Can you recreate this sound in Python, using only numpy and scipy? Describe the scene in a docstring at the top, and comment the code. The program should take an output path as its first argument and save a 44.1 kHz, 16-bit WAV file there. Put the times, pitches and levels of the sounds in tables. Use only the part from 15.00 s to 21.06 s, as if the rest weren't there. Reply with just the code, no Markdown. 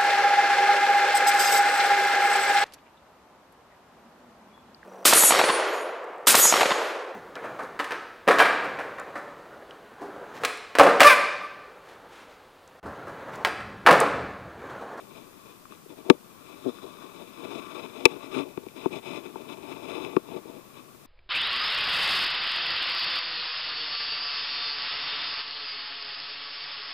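"""Handling noise in a camera case

A small camera in a closed plastic case is worn by someone who nets a fish on a pond bank.
Strap and cloth rub, creak and knock on the case: noise, pulses and blows ring its modes; hard blows overload.
A faint whine, a narrow band of noise, swells and fades once; air rumbles dully at the port as band-passed noise.
Only the left microphone is live; both channels carry a steady background hiss of coloured noise."""
import sys
import numpy as np
from scipy import signal
from scipy.fft import rfft, irfft, next_fast_len
from scipy.io import wavfile
from scipy.ndimage import uniform_filter1d

SR = 44100
rng = np.random.default_rng(int(sys.argv[2]) if len(sys.argv) > 2 else 0)


def wav_out(sig):
    """Save sig, one row per channel (or a flat mono array), as 16-bit PCM at SR to the path in sys.argv[1]."""
    wavfile.write(sys.argv[1], SR, np.round(np.clip(np.atleast_2d(sig).T, -1, 1) * 32767).astype(np.int16))


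def undo_db(level):
    """Turn decibels back into plain size, where 20 dB means ten times bigger."""
    steps = np.asarray(level, float) / 20
    return 10 ** steps


N = 267246


def evened(x):
    """Scales to rms 1."""
    return x / np.sqrt(np.mean(x ** 2) + 1e-20)


def add(mix, start_s, sound):
    """Mixes a sound in at start_s."""
    part = mix[round(start_s * SR):][:len(sound)]
    part += sound[:len(part)]


# resonant modes of the case: frequency_hz, width_hz, relative_db (before weighting by width)
CASE_MODES = [(170.4, 178, -2.5), (250.4, 53.5, -2.5), (284, 94, -2.5), (379.2, 56, -4.5),
              (473.7, 38, -11.5), (577, 32, -14), (657, 72, -14), (883, 76, -15.5), (1056, 115, -10),
              (1156.6, 66, -7.5), (1361, 167, -15.5), (1700, 430, -29), (2028, 85, -19), (2318, 99, -11.5),
              (2564, 119, -9), (3002, 130, -21.5), (3520, 163, -12.5), (3936, 156, -18.5), (5154, 180, -22),
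              (6490, 190, -29), (8670, 1600, -31.5), (10870, 420, -37.5)]
# frequency borders between strap, mount, wall, shell, cavity, lid, latch and rim: edge_hz
PART_EDGES_HZ = (0, 335, 520, 780, 980, 1850, 3250, 4500, 20000)


def case_parts(rise_turns):
    """Impulse response of each part of the case: its modes as dying sines of alternating sign."""
    t = np.arange(3000) / SR
    parts = np.zeros((len(PART_EDGES_HZ) - 1, len(t)))
    for k, (hz, width_hz, db) in enumerate(CASE_MODES):
        rise = (1 - np.exp(-hz * t / rise_turns)) ** 2
        decay = np.exp(-np.pi * width_hz * t)
        ring = rise * decay * np.sin(2 * np.pi * hz * t)
        part = np.searchsorted(PART_EDGES_HZ, hz) - 1
        parts[part] += (-1) ** k * undo_db(db) * width_hz * ring
    return parts


# how much more the rub wakes latch and rim than the lid: time_s, extra_db
RUB_TREBLE = [(0.0, 0.1), (1.55, 0.3), (1.7, 7.5), (2.1, 2), (2.4, 0.5), (3.3, -0.9), (3.4, -1), (3.8, -1),
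              (6.06, -0.3)]


def rub(parts, catches_per_s, spread_db, smooth, flutter_db):
    """Fibres catch and let go over a smooth scrape of fluttering pressure, and ring the case."""
    t = np.arange(N) / SR
    size_db = spread_db * np.minimum(rng.exponential(1, N), 4)
    size = undo_db(size_db) * rng.choice([-1., 1.], N)
    catches = evened(size * (rng.random(N) < catches_per_s / SR))
    drive = catches + smooth * rng.standard_normal(N)
    flutter = uniform_filter1d(rng.standard_normal(N), size=700)
    flutter = evened(uniform_filter1d(flutter, size=700))
    drive = evened(drive * undo_db(flutter_db * flutter))

    coarse_t = t[::64]
    body, cavity, lid = pressure(coarse_t)
    latch_rim = lid * undo_db(np.interp(coarse_t, *np.transpose(RUB_TREBLE)))
    gains = (body, cavity, lid, latch_rim)
    rings = (parts[:4].sum(0), parts[4], parts[5], parts[6:].sum(0))
    # lid, latch and rim share one norm, which keeps their balance
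    upper = np.linalg.norm(parts[5:].sum(0))
    norms = (np.linalg.norm(rings[0]), np.linalg.norm(rings[1]), upper, upper)
    rubbed = np.zeros(N)
    for gain, ring, norm in zip(gains, rings, norms):
        pressed = drive * np.interp(t, coarse_t, gain)
        rubbed += signal.oaconvolve(pressed, ring / norm)[:N]
    return rubbed


# cloth resting on the case as the body moves: time_s, strap_to_shell_db, cavity_db, lid_to_rim_db
CONTACT = [(0.0, -45.5, -58, -52), (0.08, -50.5, -57.5, -65), (0.5, -53, -52.5, -57),
           (0.62, -61, -59, -68.5), (1.3, -55.5, -54.5, -62), (1.6, -47.5, -53.5, -56),
           (2.03, -45, -47.5, -53.5), (2.3, -46, -52.5, -52), (2.7, -43, -46.5, -47.5),
           (3.28, -44, -50, -52.5), (3.5, -46.5, -59, -58), (3.73, -51, -58, -59),
           (4.55, -42.5, -54, -53.5), (4.92, -33.5, -43.5, -41), (5.15, -35.5, -49, -47),
           (5.22, -50, -54.5, -60), (6.06, -56, -57.5, -62.5)]
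# cloth dragged across the case: start_s, length_s, strap_to_shell_db, cavity_over_it_db, lid_over_it_db
STROKES = [(0.085, 0.18, -46, -9, -6.5), (0.439, 0.079, -47, -2.5, -8), (0.702, 0.061, -49, -6, -4),
           (0.882, 0.061, -41, -15, -13), (0.959, 0.07, -41, -16, -13.5), (1.037, 0.12, -35.5, -21, -16.5),
           (1.4, 0.19, -46.5, -5, -5.5), (1.628, 0.085, -44, 1, -7.5), (1.808, 0.09, -38.5, -12, -17),
           (1.988, 0.064, -45, 2.5, -5), (2.185, 0.05, -38, -16, -12), (2.369, 0.21, -35.5, -8.5, -9.5),
           (2.53, 0.079, -33, -14, -9), (2.623, 0.11, -51, 6, -11), (2.718, 0.1, -32.5, -9, -8),
           (2.811, 0.058, -36.5, -11, -9), (2.915, 0.23, -36, -23, -8.5), (3.116, 0.081, -37, -14, -14),
           (3.217, 0.063, -36.5, -9, -6), (3.305, 0.14, -31, -6.5, -5.5), (3.433, 0.062, -39, -21, -20),
           (3.508, 0.077, -48, -4, -5.5), (3.747, 0.14, -38, -7.5, -4), (3.904, 0.095, -28, -13.5, -7.5),
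           (4.016, 0.2, -33, -11, -6.5), (4.228, 0.051, -37.5, -9, -7), (4.36, 0.076, -37, -13, -10.5),
           (4.476, 0.073, -35.5, -7.5, -4.5), (4.69, 0.065, -43, -7, -4.5), (5.02, 0.031, -35.5, -9, -7),
           (5.252, 0.15, -33, -18, -14), (5.442, 0.097, -37.5, -15, -16), (5.52, 0.083, -38, -23, -15),
           (5.733, 0.09, -43.5, -5.5, -7)]


def pressure(t):
    """Gain of cloth on body, cavity and lid: resting contact plus the strokes, added as power."""
    time_s, *levels = np.transpose(CONTACT)
    power = np.array([undo_db(2 * np.interp(t, time_s, db)) for db in levels])
    for start_s, length_s, db, cavity_db, lid_db in STROKES:
        progress = np.clip((t - start_s) / length_s, 0, 1)
        arch = np.sin(np.pi * progress).clip(0) ** 0.72  # smaller exponent = squarer stroke
        stroke_db = db + np.array([[0], [cavity_db], [lid_db]])
        power += undo_db(2 * stroke_db) * arch ** 2
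    return np.sqrt(power)


# blows on the case, as drive to each group of parts: start_s, mount_db, shell_db, cavity_db, lid_db
KNOCKS = [(0.653, -57, -65, -37.5, -46), (0.705, -40.5, -64, -53, -56), (0.721, -43, -65, -37, -37),
          (0.859, -31.5, -68, -62, -62), (1.099, 12, -4.5, -0.5, 1.5), (1.784, -40, -74, -34, -51),
          (3.054, -1, -3.5, -12.5, 9.5), (3.574, -17.5, -36, -31, -30.5), (3.633, -35, -65, -66, -56),
          (3.664, -27, -44, -45, -40), (3.685, -57, -67, -58, -34), (3.758, -32, -62, -58, -54),
          (3.858, -9, -16, -28.5, -30.5), (3.905, -30, -43, -60, -48), (4.357, -25, -25, -34.5, -45),
          (4.583, -33, -37, -57, -55), (5.048, -33, -50, -39, -22.5), (5.165, -2.5, -25, -15.5, -22),
          (5.361, -22.5, -58, -43, -48), (5.453, -31, -61, -59, -52)]


def knock(parts, row, chance):
    """A sharp blow and a short rattle of contact; what touches the case afterwards damps the ring."""
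    start_s, *levels = row
    mount_db, lid_db = levels[0], levels[3]
    # a light blow is damped at once; above -36.5 dB the case jumps clear and rings longer,
    # a bright blow less so
    jump_ms = 3.7 * (mount_db + 36.5) - 5 * max(lid_db - mount_db, 0)
    damping_ms = 12 + max(jump_ms, 0)

    t = np.arange(len(chance)) / SR
    blow = 0.05 * chance * np.exp(-t / 0.0025)  # the rattle
    blow[0] = 1
    contact_s = 0.00003  # rounds the blow off
    touch = np.exp(-(np.arange(-20, 21) / (contact_s * SR)) ** 2)
    blow = -np.convolve(blow, touch / touch.sum())[10:]
    spring_back = signal.butter(1, 120, "high", fs=SR, output="sos")
    blow = signal.sosfilt(spring_back, np.pad(blow, (0, 2000)))  # the case springs back

    strap, mount, wall, shell, cavity, lid, latch, rim = parts
    # a hard, bright blow hardly moves the strap
    strap = strap * undo_db(-0.55 * max(lid_db - mount_db + 10.5, 0))
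    low = mount + undo_db(-4.0) * strap + undo_db(-10.5) * wall
    high = lid + undo_db(-5) * latch + undo_db(-3.0) * rim
    damping = np.exp(-1000 * np.arange(len(mount)) / SR / damping_ms)
    struck = 0
    for db, ring in zip(levels, (low, shell, cavity, high)):
        ring = ring * damping
        struck = struck + undo_db(db) / abs(ring).max() * signal.oaconvolve(blow, ring)
    return start_s, struck


# strap creaks; the first row is a brief swell just before the hard knock:
# start_s, length_s, drive_db (at mid-arch), pulses_per_s (at mid-arch), strap_over_mount_db
CREAKS = [(1.086, 0.0067, -20, 240, -17), (1.632, 0.074, -26, 130, 1.5), (3.32, 0.125, -30, 140, 4)]


def creak(parts, row):
    """Uneven soft pulses, each a small push into strap and mount, rise and fall in one arch."""
    start_s, length_s, db, pulses_per_s, strap_db = row
    slack = abs(np.linspace(-1, 1, round(length_s * SR))) ** 2.3  # larger exponent = squarer arch
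    wobble, size = rng.standard_normal((len(slack), 2)).T
    rate = pulses_per_s * (1 - 0.15 * slack)  # slower at both ends
    unevenness = 1 + 0.065 * evened(uniform_filter1d(wobble, size=300))
    turns = np.cumsum(rate * unevenness) / SR
    size_spread_db = 2.5
    pulses = np.diff(np.floor(turns), prepend=0) * undo_db(size_spread_db * size)
    pulses = evened(pulses) / np.linalg.norm(parts[1])
    pulses = pulses * undo_db(db - 24.5 * slack)  # softer at both ends
    spring_back = signal.butter(2, 170, "high", fs=SR, output="sos")
    pulses = signal.sosfilt(spring_back, pulses)  # the strap springs back
    strap, mount, wall, shell = parts[:4]
    mount_sound = signal.oaconvolve(pulses, mount + undo_db(-4) * wall + undo_db(-20) * shell)
    strap_sound = signal.oaconvolve(pulses * undo_db(strap_db), strap)
    return start_s, mount_sound + strap_sound


# a faint, fuzzy whine that rides on the rub: start_s, length_s, pitch_hz, width_hz, peak_db (rms at mid-arch)
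WHINE = (2.5, 0.3, 1115, 25, -44.5)


def whine(start_s, length_s, pitch_hz, width_hz, peak_db):
    """A narrow band of noise that swells and fades in one arch."""
    t = np.arange(0, length_s, 1 / SR)
    a, b = rng.standard_normal((len(t), 2)).T
    slow = signal.lfilter([1], [1, -np.exp(-np.pi * width_hz / SR)], a + 1j * b)
    tone = evened((slow * np.exp(2j * np.pi * pitch_hz * t)).real)  # slow noise moved up to the pitch
    arch = np.sin(np.pi * t / length_s)
    return start_s, undo_db(peak_db) * arch * tone


def breeze():
    """A dull, lumpy rumble of moving air at the live port: band-passed noise of wavering level."""
    level_db, band_hz, lump_db = -51, (107, 266), 0.5
    noise, lumps = rng.standard_normal((N, 2)).T
    lumps = uniform_filter1d(uniform_filter1d(lumps, size=3000), size=3000)
    lumpy = noise * undo_db(lump_db * evened(lumps))
    band = signal.butter(1, band_hz, "band", fs=SR, output="sos")
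    return undo_db(level_db) * evened(signal.sosfilt(band, lumpy))


# colour of the steady background hiss, with a sharp upper edge near 15.3 kHz:
# frequency_hz, relative_db (per Hz)
HISS_COLOUR = [(40, -7), (100, -37), (200, -1.5), (280, -7.5), (500, -11), (1000, -16), (8000, -16.5),
               (8500, -15.5), (9000, -17), (15250, -15), (15400, -46)]


def hiss():
    """Steady background hiss, unrelated in the two channels: white noise coloured in the spectrum."""
    level_db = -57
    hz, db = np.transpose(HISS_COLOUR)
    size = next_fast_len(N)
    bins_hz = np.fft.rfftfreq(size, 1 / SR)
    colour = undo_db(np.interp(np.log(bins_hz + 1), np.log(hz), db))
    spectrum = rfft(rng.standard_normal((2, size))) * colour
    return undo_db(level_db) * evened(irfft(spectrum, size)[:, :N])


def scene():
    """Rub, knocks and creaks ring the case; whine and air join them in the left microphone."""
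    parts = case_parts(rise_turns=0.74)
    left = rub(parts, catches_per_s=1500, spread_db=1.5, smooth=0.66, flutter_db=1.85)
    struck = case_parts(rise_turns=0.4)  # blows ring the modes with a quicker rise
    for row, chance in zip(KNOCKS, rng.standard_normal((len(KNOCKS), 800))):
        add(left, *knock(struck, row, chance))
    for row in CREAKS:
        add(left, *creak(parts, row))
    add(left, *whine(*WHINE))
    return np.array([left + breeze(), np.zeros(N)])


def band_limit(x):
    """A steep low-pass at the top of the band."""
    return signal.sosfilt(signal.butter(12, 16050, fs=SR, output="sos"), x)


def record(dry):
    """Bass roll-off, hiss, then the converter's ceiling on hard blows."""
    roll_off = signal.butter(1, 110, "high", fs=SR, output="sos")
    noisy = signal.sosfilt(roll_off, dry) + hiss()
    mix = np.clip(noisy, -0.99, 0.99)
    return band_limit(mix)


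dry = scene()
out = record(dry)
wav_out(out)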